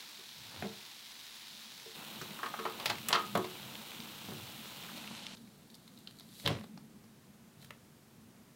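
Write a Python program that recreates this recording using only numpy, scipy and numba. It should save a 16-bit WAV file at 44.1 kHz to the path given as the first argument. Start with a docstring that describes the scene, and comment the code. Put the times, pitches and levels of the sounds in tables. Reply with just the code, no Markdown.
"""Kitchen table, one channel, three set-ups joined by hard cuts over a quiet kitchen's hum and hiss.
Near the pot first: hot paste sizzles as dense noise grains, a spatula scrapes in duller grains, a few knocks
sound. Then wider: steam pops stand out, knocks rattle as noise and ring the pot's sine modes on its trivet; the
pot is lifted away and its wall shades the treble. Last, at the glass bowl: paste is pushed out with short sticky
noise bursts, then a lump lands with a squelch, slap and thump, and the spatula brushes the heap."""
import sys
import numpy as np
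from scipy import signal
from scipy.fft import rfft, irfft, next_fast_len
from scipy.io import wavfile
from scipy.ndimage import uniform_filter1d
from numba import njit

SR = 44100
rng = np.random.default_rng(int(sys.argv[2]) if len(sys.argv) > 2 else 0)


def file_out(sig):
    """Save sig as 16-bit WAV at sys.argv[1]."""
    # one column per channel
    cols = np.atleast_2d(sig).T
    # limit, then scale
    lim = np.clip(cols, -1, 1)
    pcm = np.round(lim * 32767).astype(np.int16)
    wavfile.write(sys.argv[1], SR, pcm)


N = 377055

# start of each of the three set-ups, and the end: [t/s]
SETUP_TIMES = [0, 1.95, 5.352, 8.55]

# sizzle colour close to the pot: [f/Hz, relative level/dB per Hz]
NEAR_SIZZLE_COLOUR = [(180, -57), (300, -27), (420, -11), (488, -19), (522, -26), (577, -6), (660, -3),
                      (938, -1.5), (1290, -8), (2790, -7), (3840, -2.5), (7890, -16), (14700, -18.5),
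                      (15700, -15), (16500, -34)]
# sizzle colour from further off: [f/Hz, relative level/dB per Hz]
WIDE_SIZZLE_COLOUR = [(180, -40), (300, 4), (392, -8), (441, -4.5), (607, -6), (938, -2), (1190, -7),
                      (1290, -4.5), (1830, -8), (2930, 0.5), (6560, -10), (10500, -13), (14200, -9.5),
                      (15700, -9), (16500, -31)]
# loudest steam pops: [t/s, level/dB, centre f/Hz]
STEAM_POPS = [(2.732, -47, 2920), (2.7771, -43, 3750), (2.955, -39, 3260), (2.984, -37, 3000),
              (3.754, -37.5, 2850), (3.918, -38.5, 2980), (4.0028, -37, 4000), (4.181, -46, 2850),
              (4.7142, -40, 3450), (5.0413, -40, 3010), (5.076, -37, 2950), (5.15, -38.5, 3600),
              (5.168, -41, 3400), (5.267, -33.5, 3940)]
# sizzle (before its filters) and pot-mouth resonance, near and wide set-up: [level/dB]
SIZZLE_DB, MOUTH_DB = [-50.5, -50], [-82, -65.5]
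# the pot is carried off from LIFT_S and its wall hides more and more of the treble
LIFT_S, OPEN_HZ, SHADE_HZ_PER_S = 4.79, 17300, 14400

# dull grains: spatula scrape, swelling at 2.91 and 3.18 s as tails of the knocks; one path for each of
# the first two set-ups: [t/s, level/dB before it wavers]
DULL_GRAIN_PATHS = [
    [(0.0, -64), (0.362, -68), (0.558, -55.5), (1.02, -70.5), (1.95, -65)],
    [(1.95, -53), (2.58, -56), (2.91, -46.5), (3.02, -59), (3.18, -42), (3.29, -56.5), (3.42, -57.5),
     (3.69, -54), (4.18, -57), (5.19, -55), (5.352, -58.5)],
]

# modes of the loaded pot on trivet and stove: [f/Hz, relative level/dB, t60/s]
POT_MODES = [(108, -2, .2), (188, 2, .2), (205, 0, .25), (324, -4, .25), (367, 2, .45), (446, 2, .32),
             (600, -6, .13), (635, -4, .25), (708, -2, .2), (820, -4, .18), (960, -3, .12), (996, -4, .18),
             (1108, 0, .16), (1175, -6, .3), (1235, -1.5, .34), (1255, -5, .3), (1340, -6, .24),
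             (1385, -10, .2), (1755, -10, .2), (1845, -8, .2), (2005, -8, .18), (2075, -8, .13),
             (2190, -8, .13), (2420, -8, .18)]
# knocks of pot on trivet: [t/s, clank level/dB, clank f/Hz, thud level/dB, thud f/Hz, crack level/dB,
# crack f/Hz, fizz level/dB, factor on each mode's ring time: below 1 shorter, above 1 longer]
TRIVET_KNOCKS = [(0.19, -77, 1260, -63.5, 331, -64, 3250, -60, 0.48),
                 (0.622, -47, 684, -40.5, 199, -43, 1600, -64, 1.16),
                 (0.643, -44.5, 644, -49.5, 398, -51, 3700, -62, 0.9),
                 (1.857, -68, 719, -60, 443, -49, 3540, -58, 0.74),
                 (2.213, -44.5, 1180, -50.5, 361, -40.5, 4550, -57, 0.27),
                 (2.307, -65, 999, -56, 215, -49, 2270, -60, .7),
                 (2.389, -45.5, 1110, -68, 296, -52, 2250, -53, 0.7),
                 (2.43, -35, 1220, -52.5, 443, -41, 2190, -51, 0.61),
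                 (2.459, -38.5, 1180, -50, 237, -48, 3220, -59, 0.39),
                 (2.538, -38, 960, -69, 153, -46, 2220, -61, 0.51),
                 (2.589, -39.5, 1250, -49, 450, -45, 3490, -59, 0.82),
                 (2.652, -32, 1070, -45, 464, -36, 2300, -54, 0.63),
                 (2.797, -43.5, 830, -55.5, 178, -44.5, 3150, -53, 0.78),
                 (2.857, -37.5, 970, -55.5, 186, -24.5, 3270, -31.5, 0.65),
                 (2.897, -32.5, 900, -43.5, 317, -27.5, 3230, -41, 0.51),
                 (3.085, -45, 1000, -51, 183, -31, 2440, -26, 0.84),
                 (3.104, -36, 980, -50.5, 498, -34.5, 2300, -54, 0.56),
                 (3.127, -25, 1220, -48.5, 474, -21, 3400, -46, 0.88),
                 (3.149, -26.5, 1270, -41.5, 474, -24, 2580, -46, 0.81),
                 (3.351, -28, 850, -36, 220, -37, 2880, -39.5, 0.93),
                 (3.374, -44, 710, -39.5, 302, -52, 2990, -39.5, 0.88),
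                 (3.442, -42.5, 725, -57, 371, -39.5, 3020, -51, 0.53),
                 (4.284, -53, 848, -46, 194, -58, 2900, -68, 0.67),
                 (4.317, -53.5, 1180, -47, 308, -64, 3300, -58, 0.58),
                 (4.834, -54, 1500, -64, 205, -49, 2370, -54, 0.49),
                 (4.885, -53, 1500, -61, 220, -49, 2200, -58, 0.54),
                 (4.973, -52, 719, -54, 221, -47, 3140, -51, 0.49)]
# of the clank; crack and fizz scale from both, the thud only in its decay
RATTLE_T60_S, KNOCK_RISE_S = 0.08, 0.0022
RING_DB, CLANK_OCTAVES = -3, 0.7  # clank ring against its rattle; reach of the blow over the modes

# wet smacks of paste letting go or landing: [t/s, snap level/dB, snap f/Hz, low level/dB, low f/Hz,
# treble level/dB]
PASTE_SMACKS = [(5.3695, -45, 4190, -52, 1950, -63), (5.474, -55, 3670, -51, 1830, -66),
                (5.701, -48, 3820, -69, 810, -55), (5.7124, -60, 3930, -68, 1390, -54),
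                (5.7428, -41.5, 4060, -65, 869, -53), (5.751, -48, 4300, -66, 703, -48),
                (5.877, -45.5, 3800, -53, 1840, -53), (5.975, -48.5, 3830, -69, 1580, -57),
                (5.987, -56, 4010, -71, 1020, -50), (6.0729, -35, 3650, -48, 1850, -54),
                (6.109, -52, 3980, -52, 1940, -53), (6.1863, -49, 4360, -58, 1590, -50),
                (6.196, -46, 3910, -53, 1710, -45), (6.206, -44, 4340, -49, 1640, -61),
                (6.2881, -52, 3960, -69, 1880, -71), (6.3973, -42, 4050, -46, 2300, -46),
                (6.455, -37, 3820, -39, 1270, -46), (6.4603, -18, 3560, -28, 1280, -37),
                (6.4744, -18.5, 3380, -18.5, 1380, -32), (6.4808, -28, 3750, -37, 2290, -39),
                (6.5027, -43, 3840, -26.5, 820, -49), (6.5614, -50, 3530, -41, 993, -58),
                (6.5859, -49, 2550, -43, 1300, -63), (6.6105, -49, 4000, -41, 1050, -55),
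                (6.6353, -53, 3520, -50, 1610, -57), (6.6404, -48, 4060, -42, 985, -53),
                (6.775, -46, 4800, -44.5, 1320, -62), (7.0394, -57, 4820, -53, 797, -66),
                (7.6265, -48, 3170, -47, 1280, -58), (7.645, -51, 3680, -47, 1750, -47),
                (7.7056, -46, 2900, -32, 1250, -46)]
SMACK_T60_S, SMACK_RISE_S, SMACK_TREBLE_HZ = 0.017, 0.002, 7760
# faint smacks strewn between the loud ones: window, lower level and factor for the louder ones
CRACKLE_START_S, CRACKLE_END_S, CRACKLE_BASE_DB, CRACKLE_SPREAD = 5.6, 6.7, -66, 4.5
# the lump lands, spreads in the bowl, then settles
LAND_S, SPREAD_S, LAND_RISE_DB_S = 6.46, 0.056, 900
SPREAD_FALL_DB_S, SQUELCH_SETTLE_DB_S, SETTLE_DB_S = 71, 128, 257
SQUELCH_DB, SLAP_DB, THUMP_DB, DEEP_THUMP_DB = -41, -39, -38, -56
# wet hiss dies after the cut, swells as the lump tears loose and as the spatula brushes the heap:
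# [peak t/s, level around 4 kHz/dB, treble level/dB, rise/dB per s, fall/dB per s]
WET_HISS_SWELLS = [(5.352, -75, -78, 904, 86), (6.4, -59.5, -58.5, 130, 70), (7.63, -63.5, -66, 293, 200)]
# steady wet hiss while paste leaves the pot: [level/dB]
FIZZ_FLOOR_DB, TREBLE_FLOOR_DB = -74, -75

ROOM_T60_S, ROOM_DB = 0.22, -10
# kitchen hum and microphone hiss: [f/Hz, relative level/dB per Hz]
KITCHEN_COLOUR = [(15, -42), (25, -16), (80, -9), (111, -5.5), (172, -7), (226, 1), (273, -14),
                  (553, -22.5), (600, -25), (669, -23), (726, -25), (979, -26), (2460, -31), (14400, -37),
                  (16500, -39.5)]
# upper part of the kitchen noise in each set-up: [level/dB]
SETUP_HISS_DB = [-69.5, -63, -64]
# steady lowest part of the hum in each set-up: [level/dB]
SETUP_DEEP_DB = [-80, -72.5, -74.5]
# hum near 220 Hz and rumble under 140 Hz in each set-up, before they waver: [level/dB]
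HUM_DB, RUMBLE_DB = [-70, -57, -61], [-77, -68, -67]
# hands bump pot and table: [t/s, rumble level/dB, hum level/dB before it wavers]
HAND_BUMPS = [(0.418, -59.5, -66), (0.615, -51, -50.5), (1.551, -76, -64.5), (1.769, -77, -67),
              (2.224, -58, -72), (2.92, -46.5, -51), (3.13, -54.5, -51), (3.37, -48.5, -48),
              (3.65, -56, -59), (4.01, -64, -57), (4.17, -58, -55), (4.34, -51.5, -49), (4.44, -55.5, -59),
              (4.81, -64, -62), (4.97, -72, -49), (5.12, -59, -53), (5.442, -67, -53), (6.62, -67, -47.5),
              (6.78, -71, -47.5), (6.964, -70, -55), (7.3, -68, -60), (7.63, -58, -68)]
BUMP_RISE_DB_S, BUMP_FALL_DB_S = 143, 132
TOP_HZ = 15850  # upper edge of the recorder's band


def sizzle():
    """Steam under the paste bursts in dense grains, resonates in the pot mouth and pops at times."""
    t = np.arange(N) / SR
    steam = grains(2500, 2.9, 0.94)
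    near = colour(steam, NEAR_SIZZLE_COLOUR)
    wide = colour(steam, WIDE_SIZZLE_COLOUR)
    fry = np.where(t < SETUP_TIMES[1], near, wide)
    fry = butter_filter(fry, 2, 1600, "high")
    edge_hz = np.clip(OPEN_HZ - SHADE_HZ_PER_S * np.maximum(t - LIFT_S, 0), 3000, .4 * SR)
    fry = shade(shade(fry, edge_hz), 1.2 * edge_hz)
    out = fry * by_setup(SIZZLE_DB) * undb(0.82 * walk(14))
    mouth = unit(band(steam, 3430, 4530))
    out += mouth * by_setup(MOUTH_DB) * undb(4.0 * walk(4.24))
    for s, db, hz in STEAM_POPS:
        add(out, s, undb(db) * burst(0.61 * hz, 1.26 * hz, 0.01))
    return out


def dull_grains():
    """Sparser grains in a dull band: the spatula scrapes the pot floor, and knocks leave grainy tails."""
    t = np.arange(N) / SR
    dull = colour(grains(700, 3, 2.0), WIDE_SIZZLE_COLOUR)
    dull = unit(band(dull, 315, 1800))
    gain = np.zeros(N)
    for path in DULL_GRAIN_PATHS:
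        s, db = np.transpose(path)
        gain += undb(np.interp(t, s, db)) * ((t >= s[0]) & (t <= s[-1]))
    return dull * gain * undb(0.56 * walk(4.7))


def knocks():
    """Each knock rattles briefly and rings the pot; the thud rings its low modes."""
    out, t = np.zeros(N), np.arange(13230) / SR
    t60, rise_s = RATTLE_T60_S, KNOCK_RISE_S
    clank_rise = np.minimum(t / rise_s, 1)
    thud_rise = np.minimum(t / 0.011, 1)
    for s, clank_db, clank_hz, thud_db, thud_hz, crack_db, crack_hz, fizz_db, ring_factor in TRIVET_KNOCKS:
        rattle = burst(0.51 * clank_hz, 1.7 * clank_hz, t60, 4.1, rise_s)
        clank_ring = clank_rise * ring(clank_hz, CLANK_OCTAVES, ring_factor, t)
        add(out, s, undb(clank_db) * (rattle + undb(RING_DB) * clank_ring))
        thud = burst(113, 560, 1.83 * t60, 0.98, 0.0017)
        thud_ring = thud_rise * ring(thud_hz, 0.61, ring_factor, t)
        add(out, s, undb(thud_db) * (thud + undb(4.0) * thud_ring))
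        crack = burst(0.69 * crack_hz, 1.44 * crack_hz, 0.68 * t60, 4.2, rise_s)
        add(out, s, undb(crack_db) * crack)
        fizz = burst(5300, 20000, 0.47 * t60, 2.3, 0.37 * rise_s)
        add(out, s, undb(fizz_db) * fizz)
    return out


def ring(centre_hz, octaves, ring_factor, t):
    """The modes near the struck pitch speak loudest; every blow mixes them anew."""
    hz, db, t60 = np.transpose(POT_MODES)[:, :, None]
    level_chance, tuning_chance, phase_chance = rng.standard_normal((3, len(POT_MODES), 1))
    db = db - 12 * (np.log2(hz / centre_hz) / octaves) ** 2 + 2.5 * level_chance
    decay = undb(db - 60 * t / (ring_factor * t60))
    tuned_hz = hz * (1 + 0.0013 * tuning_chance)
    return (decay * np.sin(2 * np.pi * tuned_hz * t + 2 * phase_chance)).sum(axis=0)


def paste_smacks():
    """Sticky paste tears or lands in short wet smacks, with fainter ones crackling at random between."""
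    out = np.zeros(N)
    for s, *parts in PASTE_SMACKS:
        add(out, s, smack(*parts))
    for when, size, pitch in rng.random(size=(36, 3)):
        s = CRACKLE_START_S + when * (CRACKLE_END_S - CRACKLE_START_S)
        db = CRACKLE_BASE_DB - CRACKLE_SPREAD * np.log(size + .05)
        add(out, s, smack(db, 3500 + 1200 * pitch, db - 12, 1500, db + 8 * (pitch - .5)))
    return out


def smack(snap_db, snap_hz, low_db, low_hz, treble_db):
    """One wet tear: a snap, a lower pat and a spit of treble."""
    parts = [(snap_db, 0.84 * snap_hz, 1.19 * snap_hz), (low_db, 0.4 * low_hz, 1.5 * low_hz),
             (treble_db, 0.46 * SMACK_TREBLE_HZ, 2.0 * SMACK_TREBLE_HZ)]
    return sum(undb(db) * burst(lo, hi, SMACK_T60_S, rise_s=SMACK_RISE_S, size=2700)
               for db, lo, hi in parts)


def lump_landing():
    """The lump hits the bowl: grainy squelch and slap, with noise thumps that hold while it spreads."""
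    spread_over = np.maximum(np.arange(N) / SR - LAND_S - SPREAD_S, 0)
    squelch_gain = swell(LAND_S, LAND_RISE_DB_S, SPREAD_FALL_DB_S) * undb(-SQUELCH_SETTLE_DB_S * spread_over)
    body_gain = swell(LAND_S, LAND_RISE_DB_S, 5.0) * undb(-SETTLE_DB_S * spread_over)
    wet = grains(1200, 4.6, -1.6)
    squelch = unit(band(wet, 240, 3300)) * undb(SQUELCH_DB)
    slap = unit(band(wet, 97, 700)) * undb(SLAP_DB)
    thump = unit(band(rng.standard_normal(N), 94, 155)) * undb(THUMP_DB)
    deep_thump = unit(band(rng.standard_normal(N), 35, 80)) * undb(DEEP_THUMP_DB)
    return squelch * squelch_gain + (slap + thump + deep_thump) * body_gain


def wet_hiss():
    """The last sizzle of the paste: fine grains near 4 kHz and above, on a floor with slow swells."""
    t = np.arange(N) / SR
    leaving_pot = (t > SETUP_TIMES[2]) & (t < LAND_S)
    fizz_gain = undb(FIZZ_FLOOR_DB) * leaving_pot
    treble_gain = undb(TREBLE_FLOOR_DB) * leaving_pot
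    for s, fizz_db, treble_db, rise_db_s, fall_db_s in WET_HISS_SWELLS:
        shape = swell(s, rise_db_s, fall_db_s)
        fizz_gain = fizz_gain + undb(fizz_db) * shape
        treble_gain = treble_gain + undb(treble_db) * shape
    steam = grains(1700, 4.2, 2.6)
    fizz = unit(band(steam, 3650, 4550, order=1))
    treble = unit(band(steam, 3600, 14000))
    return fizz * fizz_gain + treble * treble_gain


def room(source):
    """The walls answer after 4 ms with a dull, dense tail of decaying noise."""
    t = np.arange(int(.4 * SR)) / SR
    tail = band(rng.standard_normal(len(t)), 130, 8600, order=1) * undb(-60 * t / ROOM_T60_S) * (t > .004)
    return undb(ROOM_DB) * signal.fftconvolve(source, tail / np.sqrt(np.sum(tail ** 2)))[:N]


def kitchen():
    """One noise split in bands: wavering hum and rumble raised by bumps, steady deep part and hiss."""
    air = colour(rng.standard_normal(N), KITCHEN_COLOUR)
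    hum_power = by_setup(HUM_DB) ** 2
    rumble_power = (by_setup(RUMBLE_DB) * undb(5 * walk(4.9))) ** 2
    for s, rumble_db, hum_db in HAND_BUMPS:
        bump = swell(s, BUMP_RISE_DB_S, BUMP_FALL_DB_S)
        hum_power = hum_power + (undb(hum_db) * bump) ** 2
        rumble_power = rumble_power + (undb(rumble_db) * bump) ** 2
    hum = unit(band(air, 164, 323, order=3)) * np.sqrt(hum_power) * undb(3.1 * walk(10))
    rumble = unit(band(air, 85, 144, order=3)) * np.sqrt(rumble_power)
    deep = unit(butter_filter(air, 4, 140, "low")) * by_setup(SETUP_DEEP_DB)
    hiss = unit(butter_filter(air, 4, 350, "high")) * by_setup(SETUP_HISS_DB)
    return hum + rumble + deep + hiss


def grains(rate, spread_db, wash_db):
    """Tiny noise bursts, rate per second, of very unequal size over a smooth wash."""
    sizes = undb(spread_db * np.minimum(rng.exponential(size=N), 5))
    clicks = (rng.random(N) < rate / SR) * sizes
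    smear = np.exp(-np.arange(80) / 20.0)
    bursts = unit(np.convolve(clicks, smear)[:N] * rng.standard_normal(N))
    return bursts + undb(wash_db) * rng.standard_normal(N)


def burst(lo_hz, hi_hz, t60, lumpy=0., rise_s=0.00014, size=13230):
    """Band noise of rms 1 under a fast rise and a decay; lumps are small bounces."""
    t = np.arange(size) / SR
    # a new random level every 90 samples, joined by ramps
    lumps = undb(lumpy * uniform_filter1d(np.repeat(rng.standard_normal(size // 90), 90), 90))
    shape = np.minimum(t / rise_s, 1) * undb(-60 * t / t60)
    return unit(band(rng.standard_normal(size), lo_hz, hi_hz)) * lumps * shape


def swell(s, rise_db_s, fall_db_s):
    """Gain that climbs to 1 at time s and falls away."""
    late = np.arange(N) / SR - s
    return undb(np.where(late < 0, rise_db_s, -fall_db_s) * late)


def walk(rate):
    """Slow random wander: levels held 1 / rate s and smoothed twice; spread about a third."""
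    k = int(SR / rate)
    held = np.repeat(rng.standard_normal(N // k + 1), k)
    return 0.47 * uniform_filter1d(uniform_filter1d(held, k), k)[:N]


def by_setup(levels_db):
    """One gain for each set-up; silent where none is given."""
    gains = np.append(undb(levels_db), np.zeros(3))
    setup = np.searchsorted(SETUP_TIMES, np.arange(N) / SR) - 1
    return gains[np.clip(setup, 0, 2)]


@njit
def shade(x, hz):
    """State-variable low-pass with a moving edge."""
    y, b, l = np.empty(len(x)), 0., 0.  # b and l: band and low states
    for i in range(len(x)):
        g = np.tan(np.pi * hz[i] / SR)
        v = (b + g * (x[i] - l)) / (1 + g * (g + 1.4))
        y[i] = l + g * v
        b, l = 2 * v - b, l + 2 * g * v
    return y


def colour(x, points):
    """Shape the spectrum by (Hz, dB) points joined over log frequency; rms 1."""
    hz, db = np.transpose(points)
    size = next_fast_len(len(x))
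    gain = undb(np.interp(np.log(np.fft.rfftfreq(size, 1 / SR) + 1), np.log(hz), db))
    return unit(irfft(rfft(x, size) * gain, size)[:len(x)])


def butter_filter(x, order, hz, kind):
    """Butterworth filter of the named kind."""
    return signal.sosfilt(signal.butter(order, hz, kind, fs=SR, output="sos"), x)


def band(x, lo_hz, hi_hz, order=2):
    """Butterworth band-pass."""
    return butter_filter(x, order, [lo_hz, min(hi_hz, .45 * SR)], "band")


def undb(db):
    """Decibels to gain."""
    return 10 ** (np.asarray(db) / 20)


def unit(x):
    """Scale to rms 1."""
    return x / np.sqrt(np.mean(x ** 2))


def add(out, s, x):
    """Mix x into out from time s."""
    i = int(s * SR)
    out[i:i + len(x)] += x[:N - i]


def scene():
    """Pot, spatula and paste over the kitchen; only knocks and wet paste excite the room."""
    metal = knocks()
    paste = paste_smacks() + lump_landing() + wet_hiss()
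    reflections = room(metal + undb(-1.5) * paste)
    return (sizzle() + dull_grains() + metal + paste + reflections + kitchen())[None]


def record(dry):
    """The recorder cuts the top steeply."""
    return signal.sosfilt(signal.ellip(10, .2, 60, TOP_HZ, fs=SR, output="sos"), dry)


dry = scene()
out = record(dry)
file_out(out)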